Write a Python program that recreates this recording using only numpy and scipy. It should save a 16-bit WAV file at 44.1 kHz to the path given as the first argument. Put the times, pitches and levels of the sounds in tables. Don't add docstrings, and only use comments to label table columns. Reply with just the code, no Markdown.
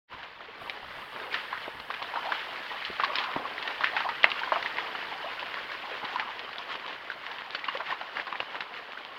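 import sys
import numpy as np
from scipy import signal
from scipy.fft import rfft, irfft
from scipy.io import wavfile
from scipy.ndimage import map_coordinates

SR = 44100
rng = np.random.default_rng(int(sys.argv[2]) if len(sys.argv) > 2 else 0)


def int16_out(signal):
    q = np.round(np.clip(np.atleast_2d(signal).T, -1, 1) * 32767)
    wavfile.write(sys.argv[1], SR, q.astype(np.int16))


N = 404838
TIME = np.arange(N) / SR

# t/s, level/dB
HISS_LEVEL = [(0.1, -87), (0.56, -88), (0.62, -67), (0.68, -68.5), (0.8, -76), (1.0, -67.5), (2.0, -69),
              (4.3, -71.5), (5.5, -72.5), (6.3, -76.5), (7.7, -78.5), (9.18, -80.5)]
# t/s, level/dB
TREMBLE_LEVEL = [(0.3, -66), (0.89, -68), (5.74, -66), (9.15, -76)]
# t/s, level/dB, swell/s
GROUND_JOLTS = [(0.125, -56, 0.016), (0.597, -54, 0.018), (0.825, -59, 0.04), (0.95, -65, .04),
                (1.5, -63, 0.041), (1.742, -55, 0.014), (1.795, -55, 0.014), (2.892, -54, 0.0097),
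                (3.355, -49, 0.0085)]
# f/Hz, level/dB
HISS_EQ = [(3000, -14), (6000, -7), (8200, 5.5), (10500, 6.5), (12500, 6.5), (15500, 4)]
TREMBLE_EQ = [(25, -11.5), (50, -4.5), (90, -5.5), (150, -4.5), (300, -12), (700, -33.5)]
WATER_EQ = [(30, -49), (70, -26), (130, -12.5), (200, -9), (330, -9.5), (500, -3), (750, -1.5), (1050, 3),
            (1400, -2), (2000, -10), (4000, -35)]
GRAVEL_EQ = [(500, -17.5), (1000, -8.5), (1400, -2.5), (1850, 1), (2400, -2.5), (3000, -1), (3800, -8),
             (4900, -11.5), (6000, -15.5), (8000, -4.5)]
# t/s, water level/dB, gravel level/dB
CHURN_LEVELS = [(0.3, -50.5, -50.5), (1.28, -47, -47.5), (1.38, -43.5, -41), (1.85, -46, -46),
                (2.22, -39.5, -39), (2.89, -42.5, -40.5), (3.21, -42, -38), (3.43, -38, -41.5),
                (3.68, -43, -39.5), (3.92, -39, -38), (4.22, -40, -39), (4.64, -40, -38), (5.2, -41, -40),
                (6.04, -41.5, -41.5), (7.0, -45.5, -45.5), (8.34, -44.5, -44.5), (8.75, -47, -48),
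                (9.15, -45.5, -46)]
# middle t/s, half length/s, water level/dB, gravel level/dB
BOAR_LUNGES = [(0.143, 0.12, -49.5, -50), (0.718, 0.14, -44.5, -47.5), (0.955, 0.07, -43.5, -45),
               (1.215, 0.06, -39, -43), (1.345, 0.026, -37.5, -35.5), (1.634, 0.04, -45, -45),
               (2.344, 0.036, -51, -38), (3.182, 0.035, -44, -38), (3.692, 0.045, -38, -44),
               (4.27, 0.031, -42, -54), (4.391, 0.015, -59, -38), (4.815, 0.11, -41, -58),
               (5.724, 0.025, -41, -40.5), (5.96, 0.027, -44, -43), (6.046, 0.02, -36.5, -47),
               (6.138, 0.014, -38, -38), (6.72, 0.028, -39.5, -40.5), (6.868, 0.073, -43.5, -51),
               (7.32, 0.066, -44.5, -44.5), (7.753, 0.018, -39.5, -39.5), (7.912, 0.027, -37, -37.5),
               (8.183, 0.025, -37, -39.5), (8.553, 0.032, -41, -45.5), (8.77, 0.04, -45, -44.5),
               (8.93, 0.011, -48, -46)]
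# middle t/s, level/dB, bubble f/Hz, half length/s
LEG_GURGLES = [(1.247, -44, 500, 0.06), (1.359, -24, 1690, 0.014), (1.553, -33, 1210, 0.019),
               (2.175, -26, 1000, 0.022), (2.275, -27, 900, 0.034), (2.716, -35, 1000, 0.012),
               (3.101, -33.5, 555, 0.019), (3.11, -38, 1130, 0.021), (3.219, -26.5, 1102, 0.084),
               (3.945, -28, 898, 0.02), (4.062, -20.5, 1049, 0.014), (5.258, -29.5, 810, 0.024),
               (5.581, -25.5, 1372, 0.014), (5.849, -32, 910, 0.014), (5.924, -36.5, 533, 0.015),
               (6.206, -29, 1080, 0.035), (6.285, -29, 990, 0.016), (7.701, -32, 1117, 0.023),
               (7.806, -32, 730, 0.01), (7.909, -33.5, 1010, 0.031)]
# t/s, level/dB, f/Hz
AIR_PLOPS = [(0.121, -40, 1000), (0.198, -42, 950), (0.484, -43.5, 443), (0.617, -38, 684),
             (0.675, -33.5, 930), (1.528, -25.5, 1050), (2.137, -29, 932), (2.169, -27.5, 936),
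             (2.259, -32, 820), (3.035, -16, 1091), (3.102, -25, 1139), (3.453, -24.5, 1095),
             (3.838, -25, 1070), (3.967, -26, 860), (4.005, -26.5, 930), (4.089, -24, 915),
             (4.288, -28, 1090), (4.317, -27.5, 1180), (4.416, -28, 906), (4.474, -25, 1010),
             (4.519, -24, 626), (4.561, -25, 1200), (4.564, -26, 684), (4.785, -27, 986),
             (6.158, -20.5, 990), (6.198, -27, 850), (7.685, -22.5, 1106), (7.749, -28, 534),
             (7.753, -28, 1080), (7.806, -35, 1110), (7.924, -22.5, 1030), (8.325, -36, 1090),
             (8.417, -39, 1020)]
# t/s, level/dB, centre f/Hz, decay/s
DEEP_PLUNGES = [(4.247, -24.5, 1190, 0.014), (4.524, -25, 900, 0.017), (4.561, -25, 910, 0.01),
                (8.347, -30, 950, 0.0089)]
# t/s, level/dB, f/Hz
KICKED_PEBBLES = [(1.1626, -25, 1460), (2.0264, -19, 3020), (3.027, -20, 1920), (3.339, -23, 2460),
                  (4.7704, -21, 2070), (4.953, -22, 1390), (5.5424, -20, 2890), (6.393, -31, 2200),
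                  (6.531, -28, 1900), (6.5593, -25, 1830), (6.583, -28, 2000), (6.7067, -30, 1610),
                  (6.754, -25, 1510), (6.798, -26, 2100), (6.8643, -21, 2500), (7.42, -23, 1900),
                  (7.5069, -22, 3250), (7.5487, -26, 1916), (7.6428, -23, 1905), (7.773, -21.5, 3300),
                  (8.0117, -23.5, 1930), (8.0318, -30, 2410), (8.1717, -18.5, 1780), (8.327, -20, 1700),
                  (8.429, -23, 1300), (8.5549, -23, 1480), (8.606, -20, 2200), (8.6221, -22.5, 1440),
                  (8.7406, -24, 2110), (8.921, -27, 2600), (8.933, -26.5, 1390), (9.0501, -24, 2920)]
# t/s, level/dB, f/Hz, t60/s
TIPPED_STONES = [(0.6965, -32, 2400, 0.025), (3.157, -26, 5100, 0.044), (4.2428, -7, 2640, 0.013),
                 (4.5397, -26, 2940, 0.027), (7.548, -24, 3000, 0.023), (7.549, -32, 4450, 0.059),
                 (7.6835, -23, 2842, 0.035), (7.906, -26, 1830, 0.043), (8.356, -30, 2380, 0.027),
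                 (8.403, -22.5, 2890, 0.018)]
# t/s, level/dB, final f/Hz
MUD_THUDS = [(0.617, -44, 110), (1.146, -36, 308), (1.678, -20.5, 462), (2.899, -24.5, 288),
             (3.361, -18.5, 230), (4.241, -7, 665), (6.039, -30.5, 260), (8.401, -18, 647)]
# t/s, knock level/dB, f/Hz, grit and clack level/dB,
# spray level/dB relative to the knock
CLEAR_STEPS = [(0.129, -30.5, 1300, -46, -17), (0.229, -30, 1570, -39, -19), (0.405, -29.5, 1350, -47, -29),
               (0.696, -33, 1920, -27, -3), (1.342, -16.5, 1820, -24, -8.5), (1.526, -24.5, 1160, -49, 0),
               (1.575, -21.5, 1830, -50, -22), (1.799, -29, 1090, -36.5, -10),
               (1.902, -21.5, 1110, -34, -8.5), (1.908, -20, 1840, -45, -27),
               (1.939, -19.5, 1780, -47, -6.5), (2.018, -22, 1070, -38, -10),
               (2.024, -23.5, 945, -28.5, -19), (2.137, -26, 950, -36, -27), (2.157, -25, 1130, -47, -1),
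               (2.32, -11, 1600, -29, -16), (2.849, -18, 2970, -47, -13), (2.997, -12, 1210, -31, -9),
               (3.035, -23.5, 1043, -22, -1), (3.045, -12.5, 1814, -20, -21), (3.154, -31, 2600, -21, -4),
               (3.184, -13.5, 3300, -23, -21), (3.237, -28, 1140, -26, -20), (3.36, -16, 984, -55, -12),
               (3.58, -20, 1940, -37, -27), (3.625, -32, 1050, -25.5, -21),
               (3.676, -17.5, 1900, -27.5, -16), (3.807, -19.5, 1130, -31, -3),
               (3.836, -14, 1446, -27, -32), (3.842, -6.5, 1800, -41, -11), (3.87, -14.5, 1854, -38, -16),
               (3.965, -17.5, 1580, -29, -1), (4.004, -20.5, 1080, -26.5, -2),
               (4.088, -15.5, 1150, -32, -10), (4.232, -22, 2900, -21, -26), (4.2412, 1.5, 1966, -34, -29),
               (4.301, -19, 2750, -27, -26), (4.316, -11, 2840, -42, -24), (4.433, -16.5, 1550, -35, -20),
               (4.5193, -9, 1015, -47, -12), (4.558, -13.5, 1190, -53, -19), (4.626, -19.5, 2007, -32, -11),
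               (4.659, -14.5, 1830, -47, -11), (4.783, -14, 1980, -47, -16), (4.95, -21.5, 1270, -49, -7.5),
               (5.394, -22, 2800, -52, -26), (5.54, -27, 1447, -26, -26), (6.047, -31, 1200, -30.5, -12),
               (6.158, -29, 1082, -31, -1), (6.196, -15, 1820, -32, -9), (6.392, -48, 2250, -30, -17),
               (6.529, -33, 1940, -40, -2), (6.582, -21.5, 3420, -36, -18), (6.753, -31, 1050, -32.5, -19),
               (6.878, -31, 945, -31.5, -20), (6.927, -29.5, 1890, -47, -6), (7.1, -16, 1660, -38, -24),
               (7.116, -25, 1620, -31.5, -24), (7.265, -33, 1840, -34.5, -8), (7.313, -30, 970, -31.5, -11),
               (7.384, -23.5, 2870, -53, -33), (7.409, -30, 1160, -47, -26), (7.548, -16.5, 1510, -24, -22),
               (7.641, -24, 2200, -39, -9), (7.681, -32, 1079, -50, -13), (7.686, -21.5, 1600, -35, -7),
               (7.772, -31, 830, -41, -35), (7.803, -25, 1126, -44, -0.5), (7.904, -23, 1460, -41, -3.5),
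               (8.012, -27.5, 890, -35.5, -2.5), (8.169, -15.5, 1860, -53, -30),
               (8.197, -16.5, 1850, -44, -13), (8.268, -25, 1110, -35, -2), (8.325, -25, 1060, -50, -25),
               (8.354, -23, 1880, -39, -27), (8.402, -15, 2650, -45, -24), (8.554, -30, 1560, -41, -4),
               (8.606, -20, 1740, -28, -12), (8.973, -24.5, 1530, -54, -21)]
STEP_REF_DB = -20


def from_db(db):
    return 10 ** (np.asarray(db) / 20)


def unit_rms(x):
    return x / np.sqrt(np.mean(x ** 2) + 1e-20)


def unit_peak(x):
    return x / (np.abs(x).max() + 1e-20)


def automation(rows):
    times, *columns = np.transpose(rows)
    return [np.interp(TIME, times, column) for column in columns]


def equalise(x, curve):
    hz, level_db = np.transpose(curve)
    bins_hz = np.maximum(np.fft.rfftfreq(N, 1 / SR), 1)
    gain = from_db(np.interp(np.log(bins_hz), np.log(hz), level_db))
    return unit_rms(irfft(rfft(x) * gain, N))


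def butter(x, hz, kind, order=2):
    sos = signal.butter(order, np.clip(hz, 10, .45 * SR), kind, fs=SR, output="sos")
    return signal.sosfilt(sos, x + 1e-18)


def drift(per_s):
    knots = rng.standard_normal(4096)
    return unit_rms(map_coordinates(knots, [TIME * per_s], order=1, mode="wrap"))


def add(out, start_s, sound):
    at = int(np.clip(round(start_s * SR), 0, N - 1))
    out[at:at + len(sound)] += sound[:N - at]


def clicks(per_s, spread_db, size):
    born = rng.random(size) < per_s / SR
    strength = from_db(spread_db * np.minimum(rng.exponential(1, size), 4))
    return born * strength * rng.choice([-1, 1], size)


def grains(per_s, spread_db, low_hz, high_hz, cycles, count=20):
    contacts = clicks(per_s, spread_db, N)
    dealt_to = rng.integers(0, count, N)
    out = np.zeros(N)
    for k, hz in enumerate(np.geomspace(low_hz, high_hz, count)):
        radius = from_db(-60 * hz / (cycles * SR))
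        feedback = [1, -2 * radius * np.cos(2 * np.pi * hz / SR), radius ** 2]
        out += np.sqrt(hz) * signal.lfilter([1, 0, -1], feedback, contacts * (dealt_to == k) + 1e-18)
    return unit_rms(out)


def ring(t, hz, t60):
    return np.sin(2 * np.pi * hz * t) * from_db(-60 * t / t60)


def knock(t, hz, swell_cycles):
    age = t * hz / swell_cycles
    return unit_peak(age * np.exp(-age) * np.sin(2 * np.pi * hz * t))


def stone_clack(t, t60):
    modes_hz = np.exp(rng.uniform(np.log(1700), np.log(4200), 3))
    return unit_peak(sum(ring(t, hz, t60) for hz in modes_hz))


def ground_tremble():
    t = np.arange(SR // 2) / SR
    envelope = from_db(automation(TREMBLE_LEVEL)[0] - 0.5)
    for start_s, level_db, swell_s in GROUND_JOLTS:
        add(envelope, start_s, from_db(level_db) * unit_peak(t * np.exp(-t / swell_s)))
    return envelope * equalise(rng.standard_normal(N), TREMBLE_EQ)


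def churning(stir_db=-46, stir_follows=0.23, attack_s=0.0034, release_s=0.02):
    stir_power, t = np.zeros(N), np.arange(SR // 3) / SR
    stir = unit_peak((1 - np.exp(-t / attack_s)) * np.exp(-t / release_s))
    for start_s, level_db, *_ in CLEAR_STEPS:
        strength = from_db(stir_db + stir_follows * (level_db - STEP_REF_DB))
        add(stir_power, start_s, (strength * stir) ** 2)
    water_db, gravel_db = automation(CHURN_LEVELS)
    water_power = from_db(water_db + 0.16) ** 2 + stir_power
    gravel_power = from_db(gravel_db - 0.55) ** 2 + stir_power
    for middle_s, half_s, slosh_db, crunch_db in BOAR_LUNGES:
        swell = np.exp(-np.minimum(np.abs(TIME - middle_s) / half_s, 10) ** 2)
        water_power += from_db(slosh_db) ** 2 * swell
        gravel_power += from_db(crunch_db) ** 2 * swell
    return 10 * np.log10(water_power), 10 * np.log10(gravel_power)


def water_bed(level_db):
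    bubbles_per_s = 600 * from_db(3 * drift(25))
    bubbles = grains(bubbles_per_s, spread_db=-0.5, low_hz=260, high_hz=2167, cycles=12)
    drips = grains(per_s=45, spread_db=2.5, low_hz=666.5, high_hz=1863, cycles=68, count=28)
    wash = from_db(7) * rng.standard_normal(N)
    return from_db(level_db - 1.78) * equalise(bubbles + from_db(-6) * drips + wash, WATER_EQ)


def gravel_bed(level_db):
    ticks_per_s = 2000 * from_db(4.1 * drift(45))
    ticks = grains(ticks_per_s, spread_db=2.5, low_hz=882, high_hz=7090, cycles=21.6)
    pebbles = unit_rms(butter(clicks(41, 1.4, N), [800, 6000], "band"))
    droplets = grains(per_s=120, spread_db=2, low_hz=1533, high_hz=5347, cycles=170, count=36)
    rustle = from_db(3) * rng.standard_normal(N)
    mix = ticks + from_db(-15.5) * pebbles + from_db(-8.5) * droplets + rustle
    return from_db(level_db + 3.5) * equalise(mix, GRAVEL_EQ)


def bank_echoes(x, t60=0.22, predelay_s=0.004):
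    t = np.arange(SR // 3) / SR
    echoes = clicks(1700, 1.3, len(t)) * from_db(-60 * t / t60) * (t > predelay_s)
    echoes = butter(echoes / np.sqrt(np.sum(echoes ** 2)), 3800, "low")
    return from_db(-14.5) * signal.fftconvolve(x, echoes)[:N]


def gurgles(per_s=170, cycles=28, rise=0.041, size_spread=0.16):
    out, t = np.zeros(N), np.arange(SR // 16) / SR
    for middle_s, level_db, hz, half_s in LEG_GURGLES:
        for offset_s in np.arange(-1.5 * half_s, 1.5 * half_s, 1 / per_s):
            turns = t * hz * np.exp(size_spread * rng.standard_normal())
            tone = np.sin(2 * np.pi * turns * (1 + rise * turns / cycles))
            envelope = from_db(-60 * turns / cycles) * (1 - np.exp(-turns))
            gain = from_db(level_db + 1.5) * np.exp(-.5 * (offset_s / half_s) ** 2)
            jitter_s = rng.uniform(-1.055, 0) / per_s
            add(out, middle_s + offset_s + jitter_s, gain * envelope * tone)
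    return out


def plops(swell_cycles=2.4, rise=0.018):
    out, t = np.zeros(N), np.arange(SR // 12) / SR
    for start_s, level_db, hz in AIR_PLOPS:
        age = t * hz / swell_cycles
        turns = np.cumsum(hz * (1 + rise * (1 - np.exp(-age / 2)))) / SR
        plop = unit_peak(age * np.exp(-age) * np.sin(2 * np.pi * turns))
        add(out, start_s, from_db(level_db) * plop)
    return out


def plunges(per_s=3000, band_ratio=1.3, attack_s=0.00084):
    out, t = np.zeros(N), np.arange(SR // 8) / SR
    for start_s, level_db, hz, decay_s in DEEP_PLUNGES:
        patter = unit_rms(butter(clicks(per_s, 0.8, len(t)), [hz / band_ratio, hz * band_ratio], "band"))
        envelope = (1 - np.exp(-t / attack_s)) * np.exp(-t / decay_s)
        add(out, start_s, from_db(level_db) * patter * envelope)
    return out


def pebble_snaps():
    out, t = np.zeros(N), np.arange(SR // 20) / SR
    for start_s, level_db, hz in KICKED_PEBBLES:
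        snap = knock(t, hz, swell_cycles=0.33) + from_db(-14.5) * stone_clack(t, t60=0.018)
        add(out, start_s, from_db(level_db) * snap)
    return out


def flat_stones(overtone_ratio=1.51, contact_s=0.00012):
    out, t = np.zeros(N), np.arange(SR // 10) / SR
    for start_s, level_db, hz, t60 in TIPPED_STONES:
        modes = ring(t, hz, t60) + from_db(-14) * ring(t, hz * overtone_ratio, t60 * 1.03)
        add(out, start_s, from_db(level_db) * unit_peak(modes * (1 - np.exp(-t / contact_s))))
    return out


def mud_footfalls(glide=2.09, glide_s=0.003, swell_s=0.0028, soil_s=0.0021):
    out, t = np.zeros(N), np.arange(SR // 6) / SR
    for start_s, level_db, hz in MUD_THUDS:
        turns = np.cumsum(hz * (1 + glide * np.exp(-t / glide_s))) / SR
        gulp = unit_peak(t * np.exp(-t / swell_s) * np.sin(2 * np.pi * turns))
        crumble = butter(rng.standard_normal(len(t)), [hz * 0.67, hz * 1.03], "band")
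        soil = unit_peak(crumble * np.exp(-t / soil_s))
        thump_db = -52 + 0.2 * (level_db - STEP_REF_DB)
        add(out, start_s, from_db(level_db - 10.5) * (gulp + soil))
        add(out, start_s, from_db(thump_db) * knock(t, hz=130, swell_cycles=0.5))
    return out


def light_steps(per_s=3.8, low_hz=875, high_hz=2600, count=60):
    gap, strength, pitch = rng.random((count, 3)).T
    times = np.cumsum(2 * gap / per_s)
    _, gravel_db = automation(CHURN_LEVELS)
    level_db = np.interp(times, TIME, gravel_db) + 15 * (strength - .5)
    hz = low_hz * (high_hz / low_hz) ** pitch
    knock_db, grit_db, spray_db = level_db + 9.5, level_db - 3, np.full(count, -18)
    return np.column_stack([times, knock_db, hz, grit_db, spray_db])[times < TIME[-1]]


def hooves(steps, press_s=0.00079, sink_s=0.00086, rock_s=0.002433, grit_s=0.0057, spray_s=0.025):
    out, t = np.zeros(N), np.arange(SR // 6) / SR
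    pressing = 1 - np.exp(-t / press_s)
    settling = np.exp(-t / grit_s) + from_db(2.5) * np.exp(-t / spray_s)
    for start_s, knock_db, hz, grit_db, spray_db in steps:
        tail = from_db(-15) * ring(t, hz, t60=0.016)
        hollow = from_db(-21.5) * knock(t, hz * 0.59, swell_cycles=0.64)
        hit = unit_peak(knock(t, hz, swell_cycles=1) + tail + hollow)
        spray = unit_rms(butter(clicks(1600, 0.57, len(t)), [hz * 0.75, hz * 1.65], "band"))
        grit = unit_rms(butter(clicks(2700, 4.8, len(t)), [1750, 4000], "band"))
        hit_s = start_s + sink_s
        add(out, hit_s, from_db(knock_db - 3) * hit)
        add(out, hit_s, from_db(grit_db - 2) * stone_clack(t, t60=0.038))
        rebound_s = hit_s + rock_s * rng.uniform(0.588, 1.373)
        rebound = knock(t, hz * rng.uniform(0.66, 1.34), swell_cycles=0.91)
        add(out, rebound_s, from_db(knock_db - 10) * rebound)
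        add(out, start_s, from_db(knock_db + spray_db - 11.5) * spray * settling * pressing)
        add(out, start_s, from_db(grit_db - 1.5) * grit * np.exp(-t / grit_s) * pressing)
    return out


def scene():
    hits = hooves(CLEAR_STEPS) + pebble_snaps() + flat_stones()
    hits += plunges() + plops() + gurgles() + hooves(light_steps())
    steps = butter(hits, 170, "high")
    steps += mud_footfalls()
    water_db, gravel_db = churning()
    mix = steps + bank_echoes(steps) + water_bed(water_db) + gravel_bed(gravel_db) + ground_tremble()
    return mix[None]


def record(dry, wake_s=0.073, fade_s=0.046, full_scale=0.97, cutoff_hz=15900):
    hiss = from_db(automation(HISS_LEVEL)[0]) * equalise(rng.standard_normal(N), HISS_EQ)
    dulled = butter(dry, 4814, "low", order=6)
    treble_leak = from_db(-31.5) * butter(dry, 7000, "high")
    fade_in = np.clip((TIME - wake_s) / fade_s, 0, 1) ** 2
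    heard = np.clip(dulled + treble_leak + hiss, -full_scale, full_scale) * fade_in
    top_cut = signal.ellip(10, .3, 70, cutoff_hz, fs=SR, output="sos")
    return signal.sosfilt(top_cut, heard)


dry = scene()
out = record(dry)
int16_out(out)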